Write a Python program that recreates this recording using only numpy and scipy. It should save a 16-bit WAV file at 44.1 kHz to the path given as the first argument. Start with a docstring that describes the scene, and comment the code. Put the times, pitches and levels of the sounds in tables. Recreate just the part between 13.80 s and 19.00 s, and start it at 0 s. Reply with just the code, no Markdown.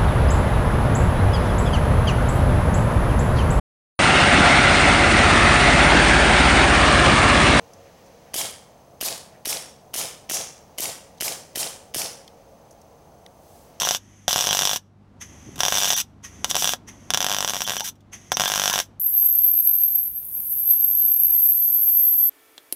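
"""In a workshop, under a car: six short MIG tack welds on a steel patch, heard from an arm's length.
Each trigger pull puffs shielding gas from the nozzle. The wire shorts into the pool and blows off in
sharp pops; between them the arc sizzles, pulsing with the rectified mains. The nozzle and the steel
floor pan colour the sound, and a gloved hand bumps the torch against the panel. Behind it all the
welder hums, the shop rumbles and a far motor swells and fades."""
import sys
import numpy as np
from scipy import signal
from scipy.fft import rfft, irfft
from scipy.io import wavfile
from scipy.ndimage import uniform_filter1d

SR = 44100
rng = np.random.default_rng(int(sys.argv[2]) if len(sys.argv) > 2 else 0)


def to_wav(sig):
    """Store sig (one row per channel, or 1-D mono) as 16-bit WAV at the path in sys.argv[1].

    Samples outside -1..1 are clipped; the rate is SR.
    """
    pcm = np.clip(np.atleast_2d(sig), -1, 1) * 32767
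    pcm = np.round(pcm).astype(np.int16)
    wavfile.write(sys.argv[1], SR, pcm.T)  # frames by channels


N = 229152
TIME = np.arange(N) / SR
MAINS_HZ = 49.92


# Loud single shorts, the accents: start_s, body_db, crack_above_body_db
LOUD_SHORTS = [(.019, -20.5, 2.5), (.0506, -21.5, 6), (.0723, -16.5, -8), (.0886, -22.5, 11),
               (.1093, -16, 4.5), (.1482, -22.5, 8), (.4805, -13.5, 2.5), (.5086, -22.5, 4.5),
               (.5295, -19.5, 8.5), (.56, -13.5, -3.5), (.6091, -21.5, 9), (.8204, -19, 4.5),
               (.96, -25.5, 5.5), (1.8051, -16.5, 4.5), (1.8335, -15, 2.5), (1.8828, -17, 4),
               (1.9235, -15.5, 0), (2.0022, -29, 7.5), (2.1039, -19, 7.5), (2.132, -23.5, 7.5),
               (2.6447, -17.5, 4.5), (2.7118, -24.5, 11.5), (2.7455, -23.5, 2), (2.8232, -21, 4.5),
               (2.8439, -19.5, 7.5), (2.855, -25, 8.5), (2.8746, -21.5, 7.5), (2.8921, -21.5, 6),
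               (2.9356, -19, 1), (3.3045, -19, 4), (3.3371, -21.5, 8), (3.3456, -16, 4), (3.3742, -19, 5.5),
               (3.5657, -24, 3), (3.967, -23.5, 2), (4.0065, -25.5, 5), (4.5188, -13.5, -2.5),
               (4.5701, -18.5, 3.5), (4.9893, -21, 6.5), (5.0007, -22, 6)]
# Runs of shorts in step with the rectified mains:
# first_s, last_s, spacing_crests, body_db, crack_above_body_db
SHORT_RUNS = [(0.5803, 0.59, 1, -21.5, 6.5), (0.641, 0.6473, 1, -23.5, 4), (0.6702, 0.7486, 2, -19.5, 4),
              (0.7704, 0.8941, 2, -20, 5.5), (0.9126, 0.9323, 2, -20.5, 7), (1.852, 1.8625, 1, -21, 7),
              (1.942, 1.9828, 1, -23, 6.5), (2.0231, 2.055, 1, -22, 7.5), (2.7543, 2.766, 1, -19.5, 4),
              (3.405, 3.4263, 1, -23.5, 4.5), (3.4447, 3.4653, 2, -20, 1.5),
              (3.4857, 3.5467, 1, -22.5, 2.5), (3.5855, 3.6470, 2, -20.5, 2.5),
              (3.6768, 3.705, 1, -25.5, 5), (3.7353, 3.767, 1, -23, 0), (3.8064, 3.8186, 1, -25, 2.5),
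              (3.8762, 3.9054, 1, -24, 1.5), (3.9192, 3.935, 2, -26, 1), (4.5975, 4.6174, 1, -19, 3.5),
              (4.6372, 4.6995, 2, -20, 2), (4.7179, 4.8978, 2, -20, 4), (4.938, 4.9784, 2, -19.5, -1.5)]

def shorts(run_jitter_s=.0003, run_scatter_db=1.32, weak_chance=.45, weak_db=-5, weak_crack_db=6,
           weak_lag_s=.0006, weak_jitter_s=.0008, weak_scatter_db=4, burn_back_s=.08, recover_s=.007):
    """Cue list of the wire touching the pool: rows of start_s, body_db, crack_above_body_db."""
    crest_s = 1 / (2 * MAINS_HZ)
    crests = np.arange(0, N / SR, crest_s) + weak_lag_s
    luck = rng.random(len(crests))
    scatter = rng.standard_normal((len(crests), 3)) * (weak_jitter_s, weak_scatter_db, weak_scatter_db)
    cues = list(LOUD_SHORTS)
    for first, last, spacing, body_db, crack_db in SHORT_RUNS:
        for s in np.linspace(first, last, round((last - first) / (spacing * crest_s)) + 1):
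            nudge = rng.standard_normal(3) * (run_jitter_s, run_scatter_db, run_scatter_db)
            cues.append((s, body_db, crack_db) + nudge)
    # weak shorts fill free crests by chance, their level riding on the arc's
    taken = np.array([cue[0] for cue in cues + BRIEF_RINGING_TONES])
    for s, arc, draw, nudge in zip(crests, np.interp(crests, TIME, arc_strength()), luck, scatter):
        # the wire feed stops before the arc does, and the wire needs time to reach the pool again
        feeding = any(strike + catch < s < stop - burn_back_s for strike, stop, catch, *_ in TACK_WELDS)
        if feeding and draw < weak_chance and abs(taken - s).min() > recover_s:
            cues.append((s, 20 * np.log10(arc) + weak_db, weak_crack_db) + nudge)
    return cues


# Resonances of the nozzle and the hollow under the floor pan: pitch_hz, width_hz, lift_db
STEEL_RESONANCES = [(722, 95, 8.5), (846, 28, 11), (1019, 51, 12), (1118, 79, 6), (1330, 49, 6),
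                    (1579, 180, 11.5), (1908, 77, 6), (2360, 63, 7.5), (2887, 410, 3.5), (3270, 30, -3),
                    (3477, 380, 1.5), (3537, 290, 5), (5004, 200, 9.5), (5550, 160, 2.5), (5680, 230, 5.5),
                    (6244, 180, 7.5), (7134, 120, 11.5), (7560, 54, 8.5), (7945, 180, 9), (9870, 850, 4),
                    (11820, 320, 3), (13600, 140, 6.5), (15100, 270, 13.5)]
# Broad tone of a pop: frequency_hz, level_db
POP_EQ = [(150, -9), (350, -14), (550, -3), (900, -5.5), (1700, -12.5), (2300, -13), (3200, -0.5),
          (4300, -9), (5000, -10.5), (5900, 1), (7200, -11), (11500, -11), (13700, -10.5), (15200, -21)]

def pops(cues, ring_s=0.007, burst_s=0.001, burst_hz=6500, roughness=0.32,
         spray_s=0.0022, spray_db=-8, split_hz=2300, attack_samples=66):
    """Each short explodes as one pressure spike with a ragged top; a brief spray of spatter follows."""
    ring = -response(POP_EQ, STEEL_RESONANCES)
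    t = TIME[:len(ring)]
    ring = smear(ring * np.exp(-t / ring_s), hz=5900, width_hz=2000)
    ring = smear(ring, hz=3300, width_hz=1700)
    # crossover: body below, crack above
    body, crack = (band(band(ring, split_hz, kind), split_hz, kind) for kind in ("low", "high"))
    spray, burst = (np.exp(-t / s) / np.linalg.norm(np.exp(-t / s)) for s in (spray_s, burst_s))
    spike = band(1. * (t == 0), burst_hz, "low")
    out = np.zeros(N)
    for s, body_db, crack_db in cues:
        ragged_top = band(roughness * burst * rng.standard_normal(len(t)), burst_hz, "high")
        spatter = undb(spray_db) * spray * rng.standard_normal(len(t))
        for impulse, db in ((body, body_db), (crack, body_db + crack_db)):
            layer = through(spike + ragged_top + spatter, impulse)
            attack_rms = np.sqrt(np.mean(layer[:attack_samples] ** 2))
            add(out, s, undb(db) * layer / attack_rms)
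    return out


def thumps(cues, level_db=-39.5, at_body_db=-15, steepness=2.1, decay_s=0.0067, band_hz=(40, 330)):
    """Heavy shorts thump the floor pan; the low end grows faster than the pop."""
    decay = np.exp(-TIME[:SR // 20] / decay_s)
    push = np.zeros(N)
    for s, body_db, _ in cues:
        add(push, s, undb(level_db + steepness * (body_db - at_body_db)) * decay)
    return push * unit(band(rng.standard_normal(N), band_hz, "band"))


# The arc of each tack weld: strike_s, stop_s, catch_s, fade_s, cold_cut_db, start_db, end_db
TACK_WELDS = [(-.1, 0.169, .05, 0.0048, 0, -18, -28), (0.48, 0.971, 0.0096, 0.0036, 0.5, -23.5, -26.5),
              (1.797, 2.214, 0.15, .003, 8.5, -22.5, -22.5), (2.651, 2.933, 0.12, 0.0082, 18.5, -25, -27.5),
              (3.3, 4.094, .075, 0.0039, 11, -40.5, -31.5), (4.519, 5.003, 0.084, 0.015, 18.5, -31, -26.5)]
# Momentary flares of the arc: centre_s, length_s, level_db
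ARC_FLARES = [(2.705, 0.014, -22), (4.525, .012, -26.5), (4.668, 0.033, -26), (4.923, 0.052, -26)]

def arc_strength(catch_power=3):
    """Envelope of the arc: weak on cold steel, it catches, drifts as the pool heats, flares and fades."""
    strength = sum(swell(s, length, db) for s, length, db in ARC_FLARES)
    for strike, stop, catch_s, fade_s, cold_cut_db, start_db, end_db in TACK_WELDS:
        cold = 1 - np.clip((TIME - strike) / catch_s, 0, 1) ** catch_power
        db = np.interp(TIME, (strike, stop), (start_db, end_db)) - cold_cut_db * cold
        release = np.exp(-np.maximum(TIME - stop, 0) / fade_s)
        strength += (TIME > strike) * undb(db) * release
    return strength


# Broad tone of the sizzle: frequency_hz, level_db
SIZZLE_EQ = [(150, -15), (350, -23), (550, -26), (900, -14), (1700, -15), (2300, -11.5), (3200, -2.5),
             (4300, -7.5), (5000, -10), (5900, 2), (7200, -9), (11500, -9.5), (13700, -6), (15200, -19.5)]

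def sizzle(cues, ripple_db=1.0, first_crest_s=0.0013, flicker_db=2,
           short_s=0.0045, short_duck_db=-9, ring_duck_db=-15):
    """The arc hisses hardest at each crest of the rectified mains and ducks while the wire is shorted."""
    strength = arc_strength()
    for s, *_ in cues:
        strength[(TIME > s - short_s) & (TIME < s)] *= undb(short_duck_db)
    for s, length, *_ in BRIEF_RINGING_TONES:
        strength[abs(TIME - s) < length / 2] *= undb(ring_duck_db)
    strength = uniform_filter1d(strength, size=44)  # about a millisecond to die or relight
    ripple = np.cos(2 * np.pi * 2 * MAINS_HZ * (TIME - first_crest_s))
    pulse = unit(undb(ripple_db * ripple + flicker_db * wander(600)))
    return strength * pulse * noise(SIZZLE_EQ, STEEL_RESONANCES)


# Brief tones heard while the sizzle dips: centre_s, length_s, first_hz, first_db, second_hz, second_db
BRIEF_RINGING_TONES = [(0.045, 0.019, 3250, -29, 5900, -27), (0.704, 0.022, 3240, -27, 5900, -26.5),
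                       (2.153, 0.022, 3470, -29.5, 5980, -27.5), (3.854, 0.014, 3300, -32.5, 5920, -40.5),
                       (3.988, 0.014, 3170, -34, 5900, -33), (4.025, 0.031, 867, -38.5, 5900, -39),
                       (4.545, 0.0159, 5680, -29, 6016, -30), (4.665, 0.017, 3370, -25.5, 1624, -34),
                       (4.92, 0.016, 1605, -35, 1014, -33)]

def rings(waver_db=3, detune=0.0044, split=0.038, trim_db=-3.5):
    """Two close pairs of narrow, wavering tones stand out of the sizzle for a moment."""
    out = np.zeros(N)
    for s, length, *pairs in BRIEF_RINGING_TONES:
        gate = signal.windows.tukey(int(1.3 * length * SR), .5)
        for hz, db in np.reshape(pairs, (2, 2)):
            for side in (-1, 1):
                waver, bend = (wander(250)[:len(gate)] for _ in range(2))
                tone = undb(waver_db * waver) * sine(hz * (1 + side * split + detune * bend))
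                add(out, s - len(gate) / SR / 2, undb(db + trim_db) * gate * unit(tone))
    return out


# Tone shifts from how the torch is held: time_s, middle_db, treble_db
TORCH_SHADING = [(0, -0.5, -3), (.75, -1.5, -1), (2, 1.5, -0.5), (2.798, 0.5, 1.5), (3.7, 2, 5),
                 (4.75, 4, 1.5)]

def torch_angle(x, middle_hz=1700, treble_hz=9000):
    """The glove and the angle of the nozzle shade the middle and the treble."""
    times, *curves = np.transpose(TORCH_SHADING)
    middle_gain, treble_gain = (undb(np.interp(TIME, times, db)) for db in curves)
    middle = signal.lfilter(*signal.iirpeak(middle_hz, 2, fs=SR), x)
    treble = band(x, treble_hz, "high", order=1)
    return x + (middle_gain - 1) * middle + (treble_gain - 1) * treble


# Trigger pulls working the gas valve: open_s, shut_s, surge_db, flow_db
TRIGGER_PULLS = [(-.2, 0.504, -43, -59.5), (1.412, 2.198, -35, -53), (2.44, 2.93, -35.5, -53),
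                 (3.08, 4.08, -39, -57.5), (4.33, 5.017, -35.5, -54)]
# Broad tone of the gas hiss: frequency_hz, level_db
GAS_EQ = [(400, -28.5), (900, -16), (1400, -14.5), (2000, -11.5), (3300, -13), (4100, -24.5), (5200, -17),
          (6200, -1.5), (7300, -18.5), (9000, -22), (10700, -19), (15000, -35.5)]
# Gas resonances in the nozzle: pitch_hz, width_hz, lift_db
NOZZLE_RESONANCES = [(1960, 200, 6), (3300, 400, 1.5), (6200, 240, 1)]

def gas(attack_s=0.0035, surge_s=0.014, release_s=.02, flutter_db=0.4):
    """Pressure stored in the hose escapes as a puff, then the flow settles and the nozzle rings softly."""
    flow = np.zeros(N)
    for open_s, shut_s, surge_db, flow_db in TRIGGER_PULLS:
        opening = (1 + np.tanh((TIME - open_s) / (2 * attack_s))) / 2
        closing = np.clip((shut_s - TIME) / release_s, 0, 1)
        surge = undb(surge_db) * np.exp(-np.maximum(TIME - open_s - 2 * attack_s, 0) / surge_s)
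        flow += opening * closing * (undb(flow_db) + surge)
    return flow * noise(GAS_EQ, NOZZLE_RESONANCES) * undb(flutter_db * wander(87))


# The gloved hand shifts the torch against the panel: centre_s, level_db, length_s
GLOVE_BUMPS = [(1.672, -41.5, 0.026), (1.69, -30, 0.0055), (1.73, -43.5, 0.046), (1.78, -39.5, 0.032)]
# Light ticks of wire and spatter: start_s, level_db
WIRE_TICKS = [(1.758, -35), (1.78, -35), (1.791, -27), (4.155, -57.5), (4.206, -59)]

def handling(bump_hz=(70, 330), tick_s=0.0063):
    """Dull bumps of the glove and torch, and small bright ticks on the steel."""
    bumps = sum(swell(s, length, db) for s, db, length in GLOVE_BUMPS)
    ticks = sum(undb(db) * (TIME > s) * np.exp(-abs(TIME - s) / tick_s) for s, db in WIRE_TICKS)
    dull = unit(band(rng.standard_normal(N), bump_hz, "band", order=4))
    return bumps * dull + ticks * noise(POP_EQ, STEEL_RESONANCES)


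def echoes(x, near_db=-9, near_t60=0.07, far_db=-35, far_t60=0.36, predelay_s=0.0033, dull_hz=11000):
    """Quick reflections between car and ground, and a faint longer tail from the shop."""
    t = TIME[:SR // 2]
    room = 0
    for db, t60 in ((near_db, near_t60), (far_db, far_t60)):
        tail = rng.standard_normal(len(t)) * (t > predelay_s) * undb(-60 * t / t60)
        room += undb(db) * tail / np.linalg.norm(tail)
    return through(x, band(room, dull_hz, "low", order=1))


# Broad tone of the workshop rumble: frequency_hz, level_db
RUMBLE_EQ = [(20, -14.5), (50, -7), (100, -9), (140, -9), (220, -3.5), (310, -9), (450, -17), (750, -18),
             (1100, -21.5), (1900, -31), (6000, -42.5), (15000, -58.5)]
# Rise and fall of the rumble: time_s, level_db
RUMBLE_LEVELS = [(0, -56), (.4, -56), (1.15, -58.5), (1.55, -49), (1.9, -47), (2.35, -55), (2.7, -46),
                 (3.1, -49), (3.6, -47), (4.2, -54.5), (4.6, -50.5), (5.2, -54)]

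def shop_rumble(waver_db=0.77):
    """A low, slowly heaving bed of room tone."""
    return noise(RUMBLE_EQ) * fader(RUMBLE_LEVELS) * undb(waver_db * wander(14))


# Partials of the transformer hum: mains_multiple, idle_db, welding_db
HUM_PARTIALS = [(1, -67, -65), (2, -55, -60.5), (3, -63, -62.5), (4, -65.5, -57.5)]

def transformer_hum(waver_db=0.5):
    """The welding transformer hums on the mains and turns buzzier under load."""
    arc_on = sum(1. * (TIME > strike) * (TIME < stop) for strike, stop, *_ in TACK_WELDS)
    load = uniform_filter1d(arc_on, SR // 50)
    hum = 0
    for multiple, idle_db, welding_db in HUM_PARTIALS:
        db = idle_db + load * (welding_db - idle_db) + waver_db * wander(7.5)
        hum += undb(db) * np.sin(2 * np.pi * (multiple * MAINS_HZ * TIME + rng.random()))
    return np.sqrt(2) * hum


# Swells of the far motor: time_s, level_db
MOTOR_LEVELS = [(1.25, -75.5), (1.45, -55), (1.75, -54.5), (2.2, -60), (2.6, -51.5), (2.9, -65),
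                (3.6, -76.5)]

def far_motor(pitch_hz=74, drift=0.012):
    """A motor elsewhere in the shop drones on one low, unsteady note."""
    return np.sqrt(2) * fader(MOTOR_LEVELS) * sine(pitch_hz * (1 + drift * wander(5)))


def undb(db):
    """Decibels to gain."""
    return 10 ** (np.asarray(db) / 20)


def unit(x):
    """Scale to rms 1."""
    return x / np.sqrt(np.mean(x ** 2))


def add(out, s, sound):
    """Mix a short sound in at time s."""
    start = max(int(s * SR), 0)
    out[start:start + len(sound)] += sound[:max(N - start, 0)]


def fader(points):
    """Gain curve through points of time_s, level_db."""
    return undb(np.interp(TIME, *np.transpose(points)))


def swell(centre_s, length_s, peak_db):
    """Bell-shaped envelope."""
    return undb(peak_db) * np.exp(-(2 * (TIME - centre_s) / length_s) ** 2)


def sine(hz):
    """Sine following a pitch curve."""
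    return np.sin(2 * np.pi * np.cumsum(hz) / SR)


def wander(rate_hz):
    """Smooth random modulation of spread near 1."""
    hold = int(SR / rate_hz)
    return 1.3 * uniform_filter1d(np.repeat(rng.standard_normal(N // hold + 1), hold), hold)[:N]


def response(eq, resonances=(), length=2048):
    """Minimum-phase impulse response of a broad EQ curve with resonances on top."""
    freqs = np.linspace(0, SR / 2, length + 1)
    hz, db = np.transpose(eq)
    db = np.interp(np.log(freqs + 1), np.log(hz), db)
    db += sum(lift / (1 + (2 * (freqs - f) / width) ** 2) for f, width, lift in resonances)
    cepstrum = irfft(np.log(undb(db)))
    causal = np.r_[cepstrum[0], 2 * cepstrum[1:length]]
    return irfft(np.exp(rfft(causal, 2 * length)))[:length]


def through(x, impulse):
    """Pass a sound through a response."""
    return signal.fftconvolve(x, impulse)[:len(x)]


def band(x, hz, kind, order=2):
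    """Butterworth filter."""
    return signal.sosfilt(signal.butter(order, hz, kind, fs=SR, output="sos"), x)


def smear(x, hz, width_hz):
    """All-pass: a resonance takes a few cycles to build up."""
    return x - 2 * signal.lfilter(*signal.iirpeak(hz, hz / width_hz, fs=SR), x)


def noise(eq, resonances=()):
    """Coloured noise of rms 1."""
    return unit(through(rng.standard_normal(N), response(eq, resonances)))


def scene():
    """The torch close by, its reflections, and the workshop behind."""
    cues = shorts()
    shaded = torch_angle(sizzle(cues) + rings() + pops(cues))
    close = shaded + thumps(cues) + gas() + handling()
    return (close + echoes(close) + shop_rumble() + transformer_hum() + far_motor())[None]


def record(dry, low_cut_hz=37, high_cut_hz=15600):
    """The microphone drops the deepest bass and rounds the highest spikes; the top is cut."""
    rounded = np.tanh(band(dry, low_cut_hz, "high"))
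    return signal.sosfilt(signal.ellip(8, .2, 70, high_cut_hz, fs=SR, output="sos"), rounded)


dry = scene()
out = record(dry)
to_wav(out)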